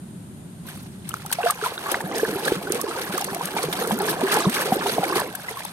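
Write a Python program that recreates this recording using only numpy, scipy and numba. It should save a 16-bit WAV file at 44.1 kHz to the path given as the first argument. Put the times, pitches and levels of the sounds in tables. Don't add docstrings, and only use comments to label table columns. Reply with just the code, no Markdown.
import sys
import numpy as np
from scipy import signal
from scipy.fft import rfft, irfft
from scipy.io import wavfile
from scipy.ndimage import map_coordinates
from numba import njit

SR = 44100
rng = np.random.default_rng(int(sys.argv[2]) if len(sys.argv) > 2 else 0)


def transcribe(u):
    v = np.clip(np.atleast_2d(u).T, -1, 1)
    q = np.round(v * 32767).astype(np.int16)
    wavfile.write(sys.argv[1], SR, q)


def boost_factor(decibels):
    exponent = np.asarray(decibels, float) / 20
    return 10 ** exponent


N = 252516
LEFT_LAG_S, LAG_SPREAD_S = 0.00013, 0.00008


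def in_time(rows):
    s, *columns = np.transpose(rows)
    return [np.interp(np.arange(N) / SR, s, c) for c in columns]


def at_hz(points, hz):
    point_hz, point_db = np.transpose(points)
    return np.interp(np.log(hz), np.log(point_hz), point_db)


def rms_one(x):
    return x / np.sqrt(np.mean(x ** 2) + 1e-20)


def filtered(x, order, hz, kind):
    return signal.sosfilt(signal.butter(order, hz, kind, fs=SR, output="sos"), x)


def halves(x, hz):
    return [rms_one(filtered(x, 3, hz, kind)) for kind in ("low", "high")]


def drift(per_s):
    r = np.exp(-2 * np.pi * per_s / SR)
    noise = rng.standard_normal(N + SR)
    return rms_one(signal.lfilter([1], [1, -2 * r, r * r], noise)[SR:])


def coloured(spectrum, alike, lag_s):
    hz = np.maximum(np.arange(N // 2 + 1) * SR / N, 1)
    shared, left, right = rfft(rng.standard_normal((3, N)))
    own = np.sqrt(1 - np.clip(alike, 0, 1))
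    common = np.sqrt(np.clip(alike, 0, 1))
    late = np.exp(-2j * np.pi * hz * lag_s)
    pair = np.array([common * shared * late + own * left, common * shared + own * right])
    return rms_one(irfft(pair * boost_factor(at_hz(spectrum, hz)), N))


@njit
def ring(rows, n, sr):
    out = np.zeros((2, n))
    for s, height, hz, cycles, rise, swell, lag, left in rows:
        life = cycles / hz
        for side in range(2):
            start = (s + lag * (1 - side)) * sr
            gain = height * (left if side == 0 else 1 / left)
            for i in range(int(start) + 1, min(n, int(start + life * sr))):
                t = (i - start) / sr
                shape = (1 - np.exp(-t * hz / swell)) * np.exp(-np.log(1000) * t / life)
                out[side, i] += gain * shape * np.sin(2 * np.pi * hz * t * (1 + rise * t / life))
    return out


def bubbles(s, level_db, hz, cycles, rise, swell, pan_db):
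    spot = rng.standard_normal((len(s), 2))
    swell, cycles = np.maximum(swell, 0.05), np.maximum(cycles, 1.5)
    top = swell * np.log(1 + cycles / swell / np.log(1000))
    peak = (1 - np.exp(-top / swell)) * 1000.0 ** (-top / cycles)
    height = boost_factor(level_db) / peak
    lag_s = LEFT_LAG_S + LAG_SPREAD_S * spot[:, 0]
    left = boost_factor((pan_db + 0.5 * spot[:, 1]) / 2)
    columns = np.broadcast_arrays(s, height, hz, cycles, rise, swell, lag_s, left)
    return ring(np.transpose(columns).copy(), N, SR)


# pitch_hz, level_db (per Hz)
RUMBLE_COLOUR = [(15, -68), (25, -77), (48, -15.5), (177, 1.5), (339, -13), (374, -11.5), (461, -26),
                 (509, -30), (598, -24.5), (1200, -53), (1560, -74), (2640, -120)]
# time_s, level_db
RUMBLE_LEVEL = [
    (0.0, -45),
    (1.15, -43.5),
    (1.47, -52),
    (5.73, -50.5),
]
# pitch_hz, level_db (per Hz)
HISS_COLOUR = [(530, -1), (900, -3.5), (1020, -4), (1190, -8), (1380, -5), (2140, -12), (3650, -11.5),
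               (5650, -18.5), (6790, -13), (7660, -12.5), (9660, -3.5), (10400, -19), (11300, -10),
               (14800, -30), (16500, -43)]


def surroundings():
    rumble_db, = in_time(RUMBLE_LEVEL)
    rumble = boost_factor(rumble_db + 5) * coloured(RUMBLE_COLOUR, alike=0.93, lag_s=0)
    hiss = boost_factor(-50) * coloured(HISS_COLOUR, alike=0, lag_s=0)
    return rumble + hiss


# crest_s, spray_db, gurgle_db (against the spray), build_up_s, fall_s
STROKES = [(0.689, -43, -4.5, 0.067, 0.25), (1.12, -46, -4, 0.14, 0.44), (1.35, -42, -6, 0.092, 0.14),
           (1.489, -31, 3, 0.13, .08), (1.661, -35.5, 4.5, .14, 0.16), (1.911, -35, 6.5, 0.18, 0.16),
           (2.181, -35.5, 3.5, 0.18, 0.73), (2.461, -33.5, 4.5, 0.055, 0.15), (2.56, -42, -10, 0.26, 0.096),
           (2.71, -37.5, -2, 0.078, 0.23), (2.83, -39, 2.5, 0.18, 0.3), (2.98, -36, 0, .1, 0.66),
           (3.18, -41.5, 6, 0.37, 1), (3.48, -39, 5, 0.17, 0.11), (3.57, -32, 2, 0.074, 0.12),
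           (3.81, -34, 5, 0.19, 0.28), (4.1, -29.5, 3.5, 0.17, 0.087), (4.37, -28.5, 4.5, 0.27, 0.14),
           (4.58, -30.5, 3.5, 0.12, 0.41), (4.88, -31.5, -1, 0.12, 0.18), (5.05, -37.5, 7.5, 0.22, 0.27),
           (5.158, -27.5, 2.5, 0.074, 0.14), (5.5, -43, 4.5, 0.54, 0.29), (5.66, -41, -10, 0.44, .6)]


def strokes(level_db, bed_db):
    slope_db = 20
    power, t = boost_factor(2 * bed_db), np.arange(N) / SR
    for db, (crest_s, _, _, rise_s, fall_s) in zip(level_db, STROKES):
        away = np.maximum((crest_s - t) / rise_s, (t - crest_s) / fall_s)
        power = power + boost_factor(2 * (db - slope_db * away))
    return 10 * np.log10(power)


def swarm(count, spectrum, low_hz, high_hz, cycles, size_db, clump_db, clump_per_s):
    when, pitch, luck, length = rng.random((count, 4)).T
    hz = low_hz * (high_hz / low_hz) ** pitch
    clumps = np.array([drift(clump_per_s) for _ in range(3)])
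    clump = map_coordinates(clumps, [2 * pitch, when * (N - 1)], order=1)
    size = -size_db * np.log(np.maximum(luck, 0.01)) + clump_db * clump
    level_db = at_hz(spectrum, hz) + 20 * np.log10(hz) + size
    cycles = cycles * (0.36 + 1.97 * length)
    return rms_one(bubbles(when * N / SR, level_db, hz, cycles, rise=0.16, swell=0.58, pan_db=-1.7))


# pitch_hz, level_db (per Hz)
SPRAY_COLOUR = [(1120, 2.5), (1900, 0.5), (2540, -1), (3240, -0.5), (4610, -3.5), (5000, -7.5), (6620, -8),
                (7180, -13.5), (8680, -2.5), (10000, -8), (11600, -2), (14900, -20.5), (15900, -15),
                (16500, -51)]


def spray_noise(alike):
    return rms_one(filtered(coloured(SPRAY_COLOUR, alike, LEFT_LAG_S), 3, 1100, "high"))


# pitch_hz, level_db (per Hz)
GURGLE_COLOUR = [(71, -56), (120, -18), (167, -5.5), (211, -9), (279, -6), (378, 0.5), (442, 0),
                 (599, -6.5), (711, -1.5), (1370, -8), (1670, -3.5), (1890, -24.5), (2800, -16),
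                 (3640, -52), (6160, -120)]
# time_s, slosh_db, depth_db (deep bubbles as the hand sinks in)
SLOSH = [(0.0, -68.5, -7), (0.95, -67, -5), (1.3, -54, 2), (1.56, -49, -21), (1.8, -48.5, 0),
         (2.1, -41, 4.5), (2.9, -40.5, 4.5), (3.5, -40, -1.5), (3.95, -35, 5), (4.45, -36.5, 1.5),
         (5.0, -38.5, 3.5), (5.28, -46, 6), (5.45, -44.5, -23), (5.73, -50, -24)]


def churned_water():
    slosh_db, depth_db = in_time(SLOSH)
    _, crest_db, body_db, _, _ = np.transpose(STROKES)
    gurgle_db = strokes(crest_db + body_db, slosh_db)
    spray_db = strokes(crest_db, slosh_db - 11)
    deep_follows = 0.47
    depth_db = depth_db - (1 - deep_follows) * (gurgle_db - slosh_db)

    gurgle = swarm(count=5000, spectrum=GURGLE_COLOUR, low_hz=140, high_hz=2600, cycles=24,
                   size_db=3, clump_db=2.5, clump_per_s=25)
    wash = coloured(GURGLE_COLOUR, alike=0.85, lag_s=LEFT_LAG_S) * boost_factor(-9 + 2.5 * drift(18))
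    deep, shallow = halves(gurgle + wash, 600)

    fizz = swarm(count=22000, spectrum=SPRAY_COLOUR, low_hz=1900, high_hz=12500, cycles=28,
                 size_db=3.5, clump_db=4.5, clump_per_s=22)
    flutter_db = 3 * drift(14) + 2.5 * drift(60) + 2 * drift(150)
    mist = spray_noise(alike=0.45) * boost_factor(-1 + flutter_db)

    low = boost_factor(gurgle_db + 1.3) * (shallow + boost_factor(depth_db) * deep)
    high = boost_factor(spray_db + 1.0) * (fizz + mist)
    return low + high


# start_s, level_db (peak), decay_s (to -60 dB), pan_db (left minus right)
SLAPS = [(1.09, -17.5, 0.016, 8), (1.1397, -17.5, 0.0091, -7), (1.261, -16, 0.0099, -3),
         (1.3249, -13, .032, 1.5), (1.3144, -19, .009, 14), (1.5059, -9, 0.017, 1), (1.9144, -17, 0.031, 5),
         (2.0108, -28.5, 0.024, -6), (2.181, -19.5, 0.021, -2), (2.4504, -22.5, 0.028, -7),
         (2.721, -3.5, 0.008, -9), (2.746, -15, 0.011, -1), (2.813, -13, 0.013, -8.5),
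         (3.177, -15, 0.017, -3), (3.211, -11, 0.007, 5), (3.243, -17.5, 0.022, -2),
         (3.3457, -15.5, 0.014, -2), (3.4548, -11.5, .012, 2), (3.6283, -20, 0.027, -8),
         (3.7257, -28, 0.058, .5), (3.8724, -19, .018, 0), (3.9176, -16, 0.011, -11),
         (3.9883, -13, 0.0087, 2), (4.0181, -21.5, 0.015, 6), (4.3396, -16.5, 0.023, -8),
         (4.495, -22, .031, -3), (4.542, -22.5, 0.019, 15), (5.1983, -15.5, 0.017, -5),
         (5.3513, -21, 0.02, 10.5), (5.6494, -22.5, 0.014, 16)]


def slaps():
    dull, bright = halves(spray_noise(alike=0.22), 6000)
    out = np.zeros((2, N))
    for s, db, decay_s, pan_db in SLAPS:
        dull_db = -25 + 11.5 * np.log2(decay_s / 0.01)
        at = slice(round(s * SR), min(N, round((s + decay_s) * SR)))
        t = np.arange(at.stop - at.start) / SR
        shape = boost_factor(db + 5.5 - 60 * t / decay_s) * (1 - np.exp(-t / 0.0028))
        burst = bright[:, at] + boost_factor(dull_db) * dull[:, at]
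        out[:, at] += shape * burst * boost_factor([[pan_db / 2], [-pan_db / 2]])
    return out


# start_s, level_db (peak), pitch_hz, cycles (of ringing)
SMALL_BUBBLES = [(1.14, -6, 1330, 11), (1.167, -23, 1410, 22), (1.251, -20.5, 845, 16), (1.264, -20, 1300, 20),
                 (1.305, -18, 1540, 20), (1.314, -17.5, 910, 14), (1.401, -12, 820, 28), (1.43, -15, 1560, 41),
                 (1.469, -6.5, 1390, 9.6), (1.499, -3.5, 1214, 31), (1.614, -14, 1570, 21), (1.638, -9, 1380, 40),
                 (1.661, -8.5, 1027, 33), (1.72, -18, 480, 10.5), (1.778, -15.5, 1480, 17), (1.862, -15, 1160, 62),
                 (1.889, -11, 1190, 24), (1.916, -18, 361, 20), (1.944, 2, 1600, 5.5), (2.004, -15.5, 900, 27),
                 (1.107, -23, 1340, 30),
                 (2.196, -14.5, 1720, 60), (2.462, -19, 794, 18), (2.48, -4.5, 1670, 29), (2.671, -14, 1520, 35),
         (2.986, -15.5, 1510, 25), (3.148, -15.5, 1650, 31), (3.179, -8, 1217, 27), (3.222, -15, 810, 24),
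         (3.41, -8.5, 960, 18), (3.91, -9.5, 790, 12), (4.005, -10, 836, 25), (4.139, -18, 848, 15),
         (4.275, -9, 1620, 25), (4.435, -16, 1680, 30), (4.456, -7.5, 1060, 18), (5.124, -12, 1150, 30),
         (5.158, -9, 1090, 14), (5.197, -11, 960, 17), (5.218, -4, 845, 5.9), (5.484, -13.5, 2060, 63),
         (5.506, -21.5, 448, 24), (5.569, -18, 1100, 48), (5.604, -21, 900, 20), (5.652, -16.5, 937, 17)]


def small_bubbles():
    s, db, hz, cycles = np.transpose(SMALL_BUBBLES)
    swell = 0.5 + 0.054 * cycles
    return bubbles(s, db - 8.0, 0.961 * hz, cycles, rise=0.074, swell=swell, pan_db=-0.5)


# start_s, level_db (peak), pitch_hz
DROPLETS = [(1.116, -27, 3000), (1.1391, -30, 2280), (1.316, -22, 4500), (1.4317, -13.5, 2680),
            (1.6605, -22, 3460), (1.779, -13.5, 3770), (1.9468, -16, 2050), (2.4485, -16, 3780),
            (2.7188, -25, 5800), (3.1775, -23, 4400), (3.2223, -20, 2810), (3.4165, -44, 2160),
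            (3.5841, -14.5, 2280), (3.626, -20, 4230), (3.7272, -12, 3560), (3.9153, -16.5, 3240),
            (4.32, -20, 4850), (4.3803, -12, 3180), (4.453, -10, 3740), (4.5663, -17, 2180),
            (4.61, -18.5, 2850), (4.87, -17, 2870), (4.8946, -16, 4540), (5.0447, -17, 2230),
            (5.1306, -23, 2140), (5.156, -15, 4440)]


def droplets():
    s, db, hz = np.transpose(DROPLETS)
    return bubbles(s, np.minimum(db, -17) - 3, 0.97 * hz, cycles=28, rise=0.1, swell=2.5, pan_db=0)


# start_s, level_db (peak), pitch_hz, cycles (of ringing)
BLOBS = [(1.386, -14.5, 716, 62), (1.438, -15.5, 480, 47), (1.46, -9.5, 702, 69), (1.625, -20, 437, 29),
         (2.231, -7.5, 447, 18), (2.292, -17.5, 430, 9.1), (2.356, -19, 394, 30), (2.472, -18.5, 536, 24),
         (2.52, -6, 390, 6.8), (2.703, -13, 390, 11), (2.751, -19, 463, 11), (2.84, -14.5, 438, 12),
         (3.139, -19, 364, 21), (3.364, -18.5, 724, 19), (3.638, -15.5, 488, 21), (3.685, -15.5, 414, 7.4),
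         (3.814, -17, 480, 21), (3.909, -11, 860, 6.9), (4.213, -16.5, 700, 26), (4.233, -13, 386, 52),
         (4.356, -16.5, 452, 38), (4.452, -15.5, 380, 9.1), (4.654, -20, 426, 40), (4.721, -7.5, 762, 35),
         (4.765, -14, 380, 9.2), (4.894, -20, 523, 16), (4.982, -7.5, 700, 11), (5.033, -10.5, 780, 30),
         (5.103, -18, 380, 23), (5.161, -15, 372, 13)]


def large_bubbles():
    s, db, hz, cycles = np.transpose(BLOBS)
    return bubbles(s, db - 1.5, 0.978 * hz, cycles, rise=0.056, swell=0.8, pan_db=-1.5)


# start_s, level_db (peak), pitch_hz, cycles, rise (of pitch, 0-1)
GULPS = [(2.038, -24, 177, 10.5, 0.26), (2.221, -27, 305, 12.5, 0.2), (2.288, -31, 197, 10, 0.1),
         (2.35, -28, 169, 5.1, 0), (2.514, -24, 288, 5.9, 0.36), (2.562, -24.5, 183, 12, 0.19),
         (2.736, -27, 215, 6.4, 0.16), (3.091, -25, 188, 9.6, 0.23), (3.25, -36, 202, 13, 0.08),
         (3.319, -23.5, 213, 3.8, 0), (3.425, -30, 163.5, 17, 0.42), (3.543, -29, 200, 9.2, 0.26),
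         (3.643, -27.5, 164, 25, 0.1), (3.917, -16.5, 204.6, 15.6, 0.3), (4.227, -18.5, 265, 9.6, 0.08),
         (4.325, -33, 250, 13, 0.2), (4.464, -9.5, 167, 9, 0.46), (4.722, -11.5, 232, 4.5, 0),
         (4.987, -22, 170, 6.8, 0.2), (5.151, -37, 286, 10, 0)]


def gulps():
    s, db, hz, cycles, rise = np.transpose(GULPS)
    out = bubbles(s, db - 0.5, 0.923 * hz, cycles, rise, swell=16.0, pan_db=-1.0)
    return filtered(out, 2, 95, "high")


# pitch_hz, balance_db (left minus right)
PORT_SHADING = [(60, 22), (150, 0.5), (380, -0.5), (950, 0.5), (2380, 0.5), (5980, -6.5), (15000, 8)]


def scene():
    far = surroundings()
    near = churned_water() + slaps() + small_bubbles() + droplets() + large_bubbles() + gulps()
    hz = np.maximum(np.arange(N // 2 + 1) * SR / N, 1)
    shade_db = at_hz(PORT_SHADING, hz) / 2
    return irfft(rfft(near) * boost_factor([shade_db, -shade_db]), N) + far


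def band_limit(x):
    return signal.sosfilt(signal.butter(12, 16650, fs=SR, output="sos"), x)


def record(dry):
    mix = filtered(dry, 2, 40, "high")
    mix = filtered(mix, 8, 15700, "low")
    return band_limit(mix)


dry = scene()
out = record(dry)
transcribe(out)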